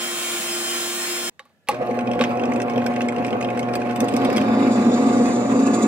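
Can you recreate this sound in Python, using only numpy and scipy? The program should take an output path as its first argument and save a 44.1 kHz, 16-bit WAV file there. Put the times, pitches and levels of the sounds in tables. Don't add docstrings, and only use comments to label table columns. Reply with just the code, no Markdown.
import sys
import numpy as np
from scipy import signal
from scipy.fft import rfft, irfft, next_fast_len
from scipy.io import wavfile
from scipy.ndimage import map_coordinates

SR = 44100
rng = np.random.default_rng(int(sys.argv[2]) if len(sys.argv) > 2 else 0)


def transcribe(u):
    v = np.clip(np.atleast_2d(u).T, -1, 1)
    q = np.round(v * 32767).astype(np.int16)
    wavfile.write(sys.argv[1], SR, q)


N = 258867

# (frequency [Hz], width [Hz], level [dB])
CASTING = [(118, 28, -3.5), (258.8, 27, 7.5), (491, 32, 6), (582.6, 39, 7.5), (1180, 57, -22)]
# (frequency [Hz], width [Hz], level [dB])
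QUILL = [(1548, 220, 0), (2164, 156, 5), (2495, 116, 8.5), (2735, 194, 3), (3190, 210, 1),
         (3700, 1200, -13.5)]
# (frequency [Hz], width [Hz], level [dB])
CHUCK = [(5200, 1200, 3.5), (6500, 610, 2.5), (8200, 1750, 3.5), (9600, 2600, -5.5)]
# (frequency [Hz], width [Hz], level [dB])
JAWS = [(11500, 1200, 0), (13300, 1500, 0)]
# (time [s], quill peak [dB], chuck rms [dB], jaws rms [dB])
RATTLE = [(1.7144, -27, -44, -66), (1.7443, -27, -51, -63), (1.7876, -36, -66, -73), (1.806, -43, -67, -72),
          (1.871, -31, -60, -72), (1.9107, -29, -52, -64), (1.9892, -19.5, -47.5, -68),
          (2.008, -27, -52, -69), (2.072, -23.5, -51.5, -65), (2.114, -22.5, -45.5, -64),
          (2.134, -24, -49, -60), (2.153, -33, -56, -66), (2.1917, -18.5, -47, -59),
          (2.21, -14.5, -40, -61), (2.221, -19, -44, -62), (2.238, -12.5, -38.5, -57),
          (2.248, -19.5, -49, -62), (2.355, -39, -66, -69), (2.372, -32, -51, -66),
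          (2.396, -22.5, -54, -67), (2.416, -34, -57, -67), (2.436, -20.5, -48, -65),
          (2.4545, -28, -46, -63), (2.52, -19.5, -50, -65), (2.536, -36, -46, -60), (2.56, -25, -44.5, -64),
          (2.6004, -19.5, -45, -63), (2.618, -23, -39, -54), (2.6815, -27, -62, -68),
          (2.6975, -25.5, -45.5, -59), (2.7357, -30, -53, -70), (2.7593, -24.5, -55, -66),
          (2.778, -23.5, -45.5, -62), (2.801, -30, -64, -69), (2.819, -24.5, -57, -71),
          (2.843, -31, -59, -68), (2.863, -17.5, -36, -46), (2.92, -27, -60, -68), (2.9376, -28, -52, -69),
          (2.9615, -20.5, -46, -70), (3.0065, -17.5, -47, -65), (3.018, -25, -41.5, -59),
          (3.0856, -16, -39.5, -59), (3.1226, -24.5, -51, -69), (3.163, -24.5, -51, -70),
          (3.183, -27, -52, -71), (3.222, -37, -68, -70), (3.247, -18.5, -44, -68), (3.266, -30, -45, -66),
          (3.281, -26, -51, -66), (3.306, -26, -48, -67), (3.328, -20, -51, -71), (3.4105, -20, -44, -69),
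          (3.425, -23, -44, -65), (3.446, -20.5, -48, -67), (3.4854, -24, -60, -69), (3.502, -25, -50, -66),
          (3.528, -41, -65, -73), (3.5505, -45, -67, -70), (3.574, -22, -46, -64),
          (3.5928, -20, -38.5, -52), (3.6286, -26.5, -49, -66), (3.6873, -27, -57, -71),
          (3.7367, -25, -42, -62), (3.754, -20, -34.5, -43), (3.8167, -22, -50, -67), (3.86, -32, -59, -68),
          (3.8687, -31, -57, -69), (3.896, -30, -62, -68), (3.91, -31, -48, -67), (3.9602, -23, -42, -48),
          (4.0043, -21, -33.5, -40), (4.043, -37, -45, -54.5), (4.0843, -24.5, -40, -53),
          (4.124, -30, -52, -61), (4.138, -24, -41, -56), (4.165, -23, -35, -45), (4.2034, -44, -57, -64),
          (4.217, -27, -53, -58), (4.2493, -21, -40, -50), (4.287, -39, -56, -66), (4.3007, -20, -43, -55),
          (4.3284, -30, -43, -50), (4.363, -20, -36, -49), (4.3689, -19, -33.5, -47),
          (4.38, -16.5, -40, -51), (4.413, -24, -45, -57)]
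# (time [s], peak [dB])
LANDINGS = [(3.961, -31), (4.0032, -22.5), (4.0841, -29), (4.1659, -31), (4.247, -25), (4.3685, -42)]
# (time [s], snap [dB], housing ring [dB], treble [dB], casting knock [dB],
#  extra strength of the middle housing mode [dB], latch ring [dB], aftersound [dB])
SWITCH = [(1.394, -25, -32.5, -42, -32, -3, -41, -43.5), (1.4525, -52, -46.5, -51, -44, -7, -66, -55),
          (1.497, -57, -56, -66, -60, 3, -70, -64), (1.6727, -38, -44, -51, -40, 0, -56, -33),
          (1.687, -6.5, -7, -14, 11, 7.5, -35, -27), (2.153, -34, -23, -55, 4, 7, -60, -59),
          (2.199, -23, -26, -40, 12, -11, -38, -40), (2.211, -12, -11.5, -35, 13, -1, -23, -25.5)]
QUILL_T60 = 0.02


def amp(db):
    return 10 ** (np.asarray(db) / 20)


def unit(x):
    return x / np.sqrt(np.mean(x ** 2) + 1e-20)


def along(points, hz):
    f, v = np.transpose(points)
    return np.interp(np.log(hz + 1), np.log(f + 1), v)


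def curves(rows):
    s, *cols = np.transpose(rows)
    return [np.interp(np.arange(N) / SR, s, c) for c in cols]


def wobble(rate):
    knots = rng.standard_normal(int(N * rate / SR) + 4)
    return map_coordinates(knots, [np.arange(N) * rate / SR], order=1)


def filtered(x, response):
    m = next_fast_len(N + SR // 2)
    return irfft(rfft(x, m) * response(np.fft.rfftfreq(m, 1 / SR)), m)[..., :N]


def noise(spectrum):
    return unit(filtered(rng.standard_normal(N), lambda hz: amp(along(spectrum, hz))))


def resonances(modes):
    def response(f):
        return sum((-1) ** k * amp(db) * 1j * f * w / (c * c - f * f + 1j * f * w)
                   for k, (c, w, db) in enumerate(modes))
    return response


def ring(modes, scatter_db, attack):
    t = np.arange(SR // 5) / SR
    x = sum(amp(db + scatter_db * rng.normal() - 60 * t / t60) * np.sin(2 * np.pi * hz * t)
            for hz, db, t60 in modes)
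    x = x * (1 - np.exp(-t / attack))
    return x / np.abs(x).max()


def crack(modes, t60, scatter_db, top_hz):
    t = np.arange(SR // 4 if t60 > .06 else SR // 10) / SR
    decay = amp(-60 * t / max(t60, .005)) + 2.5 * amp(-60 * t / 0.00097)
    burst = decay * (1 - np.exp(-t / 0.00018)) * rng.standard_normal(len(t))
    colour = resonances([(c, w, db + scatter_db * rng.normal()) for c, w, db in modes])
    hz = np.fft.rfftfreq(len(t), 1 / SR)
    x = irfft(rfft(burst) * colour(hz) / (1 + (hz / top_hz) ** 8), len(t))
    return x / np.abs(x).max()


def loud(x):
    return x / np.sqrt(np.mean(x[:SR // 60] ** 2))


def add(track, s, sound):
    track[round(s * SR):][:len(sound)] += sound


def gate(start, rise):
    return np.clip((np.arange(N) / SR - start) / rise, 0, 1)


def pan(db):
    return amp([[db / 2], [-db / 2]])


def direct(x, lag):
    # (frequency [Hz], level [dB])
    shadow = [(100, 0), (600, 0), (2000, -3.5), (4500, 1.5), (8000, -0.5), (11500, -5), (15000, -4)]
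    skew_rad = 1.1

    def ports(hz):
        skew = skew_rad * np.tanh(np.pi * hz / SR * lag / skew_rad)
        return amp(along(shadow, hz) * [[.5], [-.5]]) * np.exp(-1j * skew * np.array([[1], [-1]]))
    return filtered(x, ports)


def placed(x, lag, wet_db, t60):
    # (frequency [Hz], level [dB])
    walls = [(100, -0.5), (400, -22.5), (900, 1), (2000, 8.5), (8000, 9), (15000, 8)]
    hop = SR // 10
    t, count = np.arange(hop) / SR, N // hop + 2
    tails = rng.standard_normal((count, 2, hop)) * amp(-60 * t / t60) * (t > .002)
    padded = np.pad(direct(x, lag=0), ((0, 0), (hop, 3 * hop)))
    echo = np.zeros((2, N + 6 * hop))
    window = np.sin(np.pi * np.arange(2 * hop) / (2 * hop))
    for k, tail in enumerate(tails):
        piece = padded[:, k * hop:(k + 2) * hop] * window
        answer = signal.fftconvolve(piece, tail / np.linalg.norm(tail[0]), axes=1)
        echo[:, k * hop:(k + 3) * hop - 1] += answer

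    def wet(hz):
        return amp(wet_db + along(walls, hz))
    near = filtered(direct(x, lag), lambda hz: 1 / np.hypot(1, wet(hz)))
    far = filtered(echo[:, hop:hop + N], lambda hz: wet(hz) / np.hypot(1, wet(hz)))
    return near + far


def room_tone():
    # (frequency [Hz], level [dB per Hz])
    room_colour = [(15, -58.5), (25, -25), (53, -48), (91, 1), (113, -16), (241, -5), (276, -16.5),
                   (700, -15.5), (1000, -24.5), (1680, -23), (2090, -26), (3800, -30), (4600, -33.5),
                   (15800, -42.5)]
    return amp(-63) * placed(noise(room_colour), lag=0, wet_db=6.0, t60=0.16)


def faint_whistle():
    tone = np.sin(2 * np.pi * 1707 * np.arange(N) / SR)
    return amp(-73) * wobble(120) * tone * gate(1.48, .05)


def cordless():
    # (time [s], motor orders 1, 9, 12 and 15 [dB, before a lift of 1 dB])
    order_levels = [(.05, -36.5, -36, -46.5, -43), (.42, -39.5, -43, -46.5, -45.5),
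                    (.52, -35.5, -37.5, -45, -38.5), (.75, -36.5, -38, -43, -38),
                    (.88, -35.5, -41, -42, -40), (1, -37.5, -47, -42, -42), (1.15, -36, -42, -42.5, -39),
                    (1.3, -39.5, -42.5, -39.5, -40)]
    strong_orders = (1, 9, 12, 15)
    # (multiple of the motor turns, level [dB], unsteadiness [Hz])
    gears = [(.669, -46, 5), (1.4, -48, 15), (1.845, -46, 3), (2, -51, 4), (2.17, -49, 12), (3, -46, 2),
             (4, -46, 20), (5.02, -49, 10), (6.86, -48, 20), (9.25, -45.5, 10), (10.24, -47, 6),
             (19.84, -44, 12), (20.51, -47, 12), (21, -44, 3), (24, -51, 8), (27, -54, 8), (31, -54, 8),
             (33, -57, 8), (36, -49, 4), (39, -51, 4), (43, -55, 8)]
    # (time [s], motor turns [Hz])
    speed = [(0, 349.8), (.44, 350.2), (.51, 348.9), (.75, 348.7), (.96, 351.3), (1.3, 352.2)]
    # (frequency [Hz], level [dB per Hz])
    whirr_colour = [(35, -70), (60, -48.5), (216, -14), (293, -20), (345, -12.5), (416, -23), (633, -17.5),
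                    (963, -20.5), (1060, -15.5), (1850, -14.5), (2700, -13.5), (3500, -15.5), (4490, -21),
                    (5600, -20), (7000, -15), (9030, -16), (13000, -27), (15800, -21.5)]
    cut_s, planet, whirr_db = 1.2975, .669, -26.5

    n = round(cut_s * SR)
    turns_hz, *strong_db = (c[:n] for c in curves(speed) + curves(order_levels))
    phase = 2 * np.pi * np.cumsum(turns_hz) / SR
    tones = np.zeros(n)
    for k, db in zip(strong_orders, strong_db):
        tones += amp(db + 1 + 1.6 * wobble(25)[:n]) * np.sin(k * phase + 6 * rng.random())
    for k, db, unsteady_hz in gears:
        drift = 2 * np.pi * np.cumsum(unsteady_hz * wobble(30.04)[:n]) / SR
        tones += amp(db + 1.5 * wobble(6)[:n]) * np.sin(k * phase + drift + 6 * rng.random())
    throb = 1 + 0.19 * np.cos(planet * phase) + 0.032 * np.cos(phase)
    whirr = amp(whirr_db + 0.61 * wobble(9.0)[:n]) * throb * noise(whirr_colour)[:n]
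    rest = (0, N - n)
    both = placed(np.pad(whirr, rest), lag=4.6, wet_db=-4, t60=.2)
    both += placed(np.pad(np.sqrt(2) * tones, rest), lag=4.6, wet_db=-32, t60=.1)
    return both * pan(0.9) * (np.arange(N) < n)


def switch():
    # (frequency [Hz], level [dB], t60 [s])
    latch = [(3790, 0, 0.03), (4400, -6, 0.02)]
    # (frequency [Hz], level [dB], t60 [s])
    housing = [(530, -7, 0.055), (830, -5, 0.06), (1140, 2, 0.035)]
    # (frequency [Hz], width [Hz], level [dB])
    snap = [(1220, 230, -3), (2300, 870, 0), (3780, 1700, -24)]
    # (frequency [Hz], width [Hz], level [dB])
    spark = [(5200, 1800, -7), (7950, 5500, 2), (12400, 6700, -1)]
    # (frequency [Hz], width [Hz], level [dB])
    aftersound = [(800, 700, 3.5), (2200, 1500, -3), (3880, 1200, -1.5)]

    x = np.zeros(N + SR)
    for s, snap_db, housing_db, treble_db, _, middle_db, latch_db, after_db in SWITCH:
        struck = np.add(housing, [[0, 0, 0], [0, middle_db, 0], [0, 0, 0]])
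        add(x, s, amp(latch_db) * ring(latch, scatter_db=2, attack=.001))
        add(x, s, amp(snap_db) * crack(snap, t60=0.009, scatter_db=1.5, top_hz=7000))
        add(x, s, amp(treble_db) * crack(spark, t60=.022, scatter_db=1.5, top_hz=17000))
        add(x, s + .002, amp(housing_db) * ring(struck, scatter_db=1.5, attack=.005))
        add(x, s + .003, amp(after_db) * crack(aftersound, t60=0.26, scatter_db=1, top_hz=6000))
    return placed(x[:N], lag=2.5, wet_db=-15, t60=0.06)


def motor():
    # (time [s], casting drone [dB], belt and bearing hiss [dB], hum of the table [dB])
    press_levels = [(1.72, -6.5, -17.5, -35), (1.79, -27, -38, -57), (1.92, -27.5, -41.5, -27),
                    (2.25, -24, -38.5, -28), (2.6, -24, -42, -29), (3.1, -26.5, -38.5, -25.5),
                    (3.3, -25, -40.5, -34.5), (3.5, -24.5, -41, -30), (3.93, -28, -37.5, -30.5),
                    (4.02, -24.5, -37, -28), (4.25, -23, -34.5, -35.5), (4.55, -24.5, -34, -22.5),
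                    (5.1, -25, -36, -21.5), (5.45, -24.5, -38, -24), (5.87, -28.5, -34, -25.5)]
    # (multiple of the tug rate, level over hum_db [dB], left-right [dB])
    hum_multiples = [(1, -5.5, 5.5), (3, -3.5, -0.5), (4, -8, -4), (5, -5.5, -2), (6, 3, -3.5),
                     (7, -8, -12), (9, -25.5, 36)]
    # (time [s], frequency [Hz], level [dB])
    spin_up = [(1.72, 561, -45), (1.75, 603, -26), (1.78, 616, -32), (1.815, 638, -26), (1.85, 652, -33),
               (1.9, 690, -66)]
    # (frequency [Hz], level [dB per Hz])
    drone_colour = [(15, -84), (25, -86), (112, -18), (178, -12.5), (243, -1.5), (308, -7.5), (654, -9),
                    (716, -6), (926, -15), (2000, -26.5), (2600, -28), (4400, -54), (9000, -120)]
    # (frequency [Hz], level [dB per Hz])
    hiss_colour = [(590, -39), (1000, -1), (1100, 9), (1250, -1.5), (1950, -5), (2550, -5), (3200, -19),
                   (4050, -19.5), (7210, -27.5), (8380, -28), (15800, -42)]
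    tug_hz, hum_db = 120, -35
    step_rad = .4
    surge_hz, surge_s, surge_depth_db, settle_s = 10.7, 1.815, 6, 0.15

    drone_db, hiss_db, table_db = curves(press_levels)
    since = np.clip(np.arange(N) / SR - surge_s, -.04, None)
    surge_db = surge_depth_db * np.exp(-since / settle_s) * np.cos(2 * np.pi * surge_hz * since)
    phase = 2 * np.pi * tug_hz * np.arange(N) / SR
    hum = amp(table_db + 2.1 * wobble(20)) * np.cos(2 * phase) * pan(.8)
    for k, db, pan_db in hum_multiples:
        level = amp(hum_db + db + 1.2 * wobble(20))
        hum = hum + level * np.cos(k * phase + step_rad * rng.normal()) * pan(pan_db)
    groan_hz, groan_db = curves(spin_up)
    groan = (1 + 0.8 * wobble(70)) * np.sin(2 * np.pi * np.cumsum(groan_hz) / SR)
    hum = hum + amp(groan_db) * (1 - gate(2.7, .05)) * groan
    shake = noise(drone_colour) * (1 + 0.38 * np.cos(phase)) * amp(1.5 * wobble(40))
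    drone = unit(shake + 1.24 * filtered(shake, resonances(CASTING)))
    drone = amp(drone_db + surge_db + 0.19 * wobble(15)) * drone
    hiss = noise(hiss_colour) * (1 + 0.5 * np.cos(phase))
    hiss = amp(hiss_db + .4 * surge_db + 2 * wobble(50) + 2.5 * wobble(200)) * hiss
    both = np.sqrt(2) * hum
    both = both + placed(drone, lag=15.5, wet_db=-3.0, t60=0.16)
    both = both + placed(hiss, lag=11.4, wet_db=-4.0, t60=0.054)
    return gate(1.69, 0.18) * both


def jingle(press):
    chances_hz, one_s, faintest_db = 49.3, 1.9887, -47.5
    for k, (late, size) in enumerate(rng.random((130, 2))):
        tick = crack(QUILL[2:] + CHUCK + JAWS, t60=.01, scatter_db=8, top_hz=17000)
        tick = tick + amp(3.5) * crack(QUILL, QUILL_T60, scatter_db=9, top_hz=4600)
        strength = amp(faintest_db - 4 * np.log(1 - .93 * size))
        add(press, one_s + (k - 6 + .2 * (late - .5)) / chances_hz, strength * tick)


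def rattle(press):
    for s, quill_db, chuck_db, jaws_db in RATTLE:
        add(press, s, amp(quill_db) * crack(QUILL, QUILL_T60, scatter_db=4, top_hz=5000))
        add(press, s, amp(chuck_db) * loud(crack(CHUCK, t60=0.017, scatter_db=2.0, top_hz=9400)))
        add(press, s, amp(jaws_db) * loud(crack(JAWS, t60=0.008, scatter_db=3, top_hz=17000)))


def belt_and_table(press):
    # (time [s], peak [dB])
    slaps = [(1.806, -23), (1.893, -16), (1.912, -22), (1.976, -15.5), (2.014, -23.5), (2.078, -20),
             (2.152, -18.5), (2.2, -12), (2.774, -15), (4.283, -15.5)]
    # (frequency [Hz], level [dB], t60 [s])
    cover = [(252, -11, 0.071), (498.6, 1.5, 0.059), (613, -8, 0.047)]
    # (time [s], peak [dB])
    jolts = [(2.212, -16.5), (4.009, -8.5), (4.14, -14), (4.252, -14), (4.41, -12)]
    # (frequency [Hz], level [dB], t60 [s])
    boom = [(240.6, 0, 0.07)]
    for s, db in slaps:
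        add(press, s, amp(db) * ring(cover, scatter_db=2, attack=.004))
    for s, db in jolts:
        add(press, s, amp(db) * ring(boom, scatter_db=0, attack=.01))


def key_and_blade(press):
    key_s, key_hz, key_db, key_t60 = (2.255, 4862, -56, .3)
    # (frequency [Hz], level [dB], t60 [s])
    blade = [(3540, 10, 0.028), (8380, 10, 0.032)]
    add(press, key_s, amp(key_db) * ring([(key_hz, 0, key_t60)], scatter_db=0, attack=.01))
    for s, db in LANDINGS:
        add(press, s, amp(db) * ring(blade, scatter_db=3, attack=.001))


def casting_knocks():
    knock_db, thud_db = 4, 28
    knocks = np.zeros(N)
    for s, quill_db, *_ in RATTLE:
        knocks[round(s * SR)] += amp(quill_db + knock_db)
    for s, db in LANDINGS:
        knocks[round(s * SR)] += amp(db + thud_db)
    for s, _, _, _, casting_db, *_ in SWITCH:
        knocks[round(s * SR)] += amp(casting_db)
    return filtered(knocks, lambda hz: resonances(CASTING)(hz) / (1 + (hz / 1500) ** 4))


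def blows():
    press = np.zeros(N + SR)
    for strike in (jingle, rattle, belt_and_table, key_and_blade):
        strike(press)
    return placed(press[:N] + casting_knocks(), lag=5.33, wet_db=-15, t60=0.06)


def table_chatter():
    # (frequency [Hz], width [Hz], level [dB])
    table = [(220, 19, 0), (269.4, 5.2, 1.5), (331, 32, -13), (380.2, 21, -9), (450, 160, -15.5),
             (1201, 47, -17)]
    grab_hz, stiff_hz = 53.7, 180
    count = np.cumsum(grab_hz * (1 + .012 * wobble(9))) / SR
    grabs = np.diff(np.floor(count), prepend=0) * amp(2.7 * wobble(45))
    shaken = filtered(unit(grabs) + 0.8 * rng.standard_normal(N), resonances(table[1:]))
    shudder = filtered(rng.standard_normal(N), resonances(table[:1]))
    chatter = unit(shaken) + unit(shudder)
    return unit(filtered(
        chatter, lambda hz: 1 / (1 + (hz / 1800) ** 4) / (1 + (stiff_hz / (hz + 1)) ** 10)))


def bit():
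    # (time [s], chatter [dB], cutting edge [dB], shank rubbing [dB])
    bit_levels = [(3.94, -53, -57, -58), (4.01, -19, -63, -50), (4.12, -28.5, -59, -51),
                  (4.3, -24, -61, -43), (4.5, -21, -54, -44.5), (4.7, -20, -43.5, -42.5),
                  (5.02, -18, -41.5, -44), (5.27, -21.5, -39, -44), (5.47, -20, -42.5, -47),
                  (5.87, -18.5, -39, -46)]
    # (time [s], gain of the cutting [dB], width [s])
    catches = [(4.72, 5, .008), (4.81, 3, .008), (4.94, 5, 0.008), (5.031, 4, .008), (5.11, 1, 0.007),
               (5.595, 6, 0.0068), (5.667, 9.5, 0.01), (5.743, 10.5, 0.01), (5.827, 11.5, 0.0088)]
    # (frequency [Hz], width [Hz], level [dB])
    flutes = [(5940, 490, -8.5), (6960, 145, 4), (7180, 170, 2.5), (7360, 120, 1), (7700, 95, -5.5),
              (8130, 73, -5.5), (8590, 190, -7), (9400, 71, -23)]
    # (frequency [Hz], width [Hz], level [dB])
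    shank = [(3520, 150, -1), (4000, 220, -1), (4610, 210, 0), (5100, 700, -3.5)]
    # (time [s], frequency [Hz], level [dB])
    chip_squeal = [(4.5, 5400, -66), (4.75, 5620, -57), (5.1, 5950, -57), (5.25, 6270, -50),
                   (5.87, 6320, -53)]

    def cut_colour(hz):
        treble = 0.27 + 1 / (1 + (hz / 9200) ** 8)
        return (resonances(flutes)(hz) + 0.06) * treble / (1 + (5200 / (hz + 1)) ** 6)

    def rub_colour(hz):
        return (resonances(shank)(hz) + 0.12) / (1 + (hz / 5600) ** 6) / (1 + (2800 / (hz + 1)) ** 6)

    chatter_db, cut_db, shank_db = curves(bit_levels)
    chatter = amp(chatter_db + 1.5 * wobble(15)) * table_chatter()
    catch_db = sum(db * np.exp(-((np.arange(N) / SR - s) / width) ** 2) for s, db, width in catches)
    grains = rng.standard_normal(N) * amp(3 * wobble(350) + .8 * wobble(70))
    cut = amp(cut_db + catch_db) * unit(filtered(grains, cut_colour))
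    rub = amp(shank_db + 0.76 * catch_db) * unit(filtered(grains, rub_colour))
    squeal_hz, squeal_db = curves(chip_squeal)
    squeal = unit(wobble(420) * np.sin(2 * np.pi * np.cumsum(squeal_hz) / SR))
    squeal = amp(squeal_db + catch_db / 2) * squeal
    both = placed(chatter, lag=5.1, wet_db=-17, t60=0.51)
    both += placed(cut + rub + squeal, lag=-4.5, wet_db=-7, t60=.07)
    return gate(3.96, 0.084) * both


def scene():
    return room_tone() + faint_whistle() + cordless() + switch() + motor() + blows() + bit()


def record(dry):
    top_hz, edge_hz = 16000, 250

    def response(hz):
        return np.clip((top_hz - hz) / edge_hz, 0, 1) ** 2 / np.sqrt(1 + (45 / (hz + 1)) ** 4)
    return filtered(dry, response)


dry = scene()
out = record(dry)
transcribe(out)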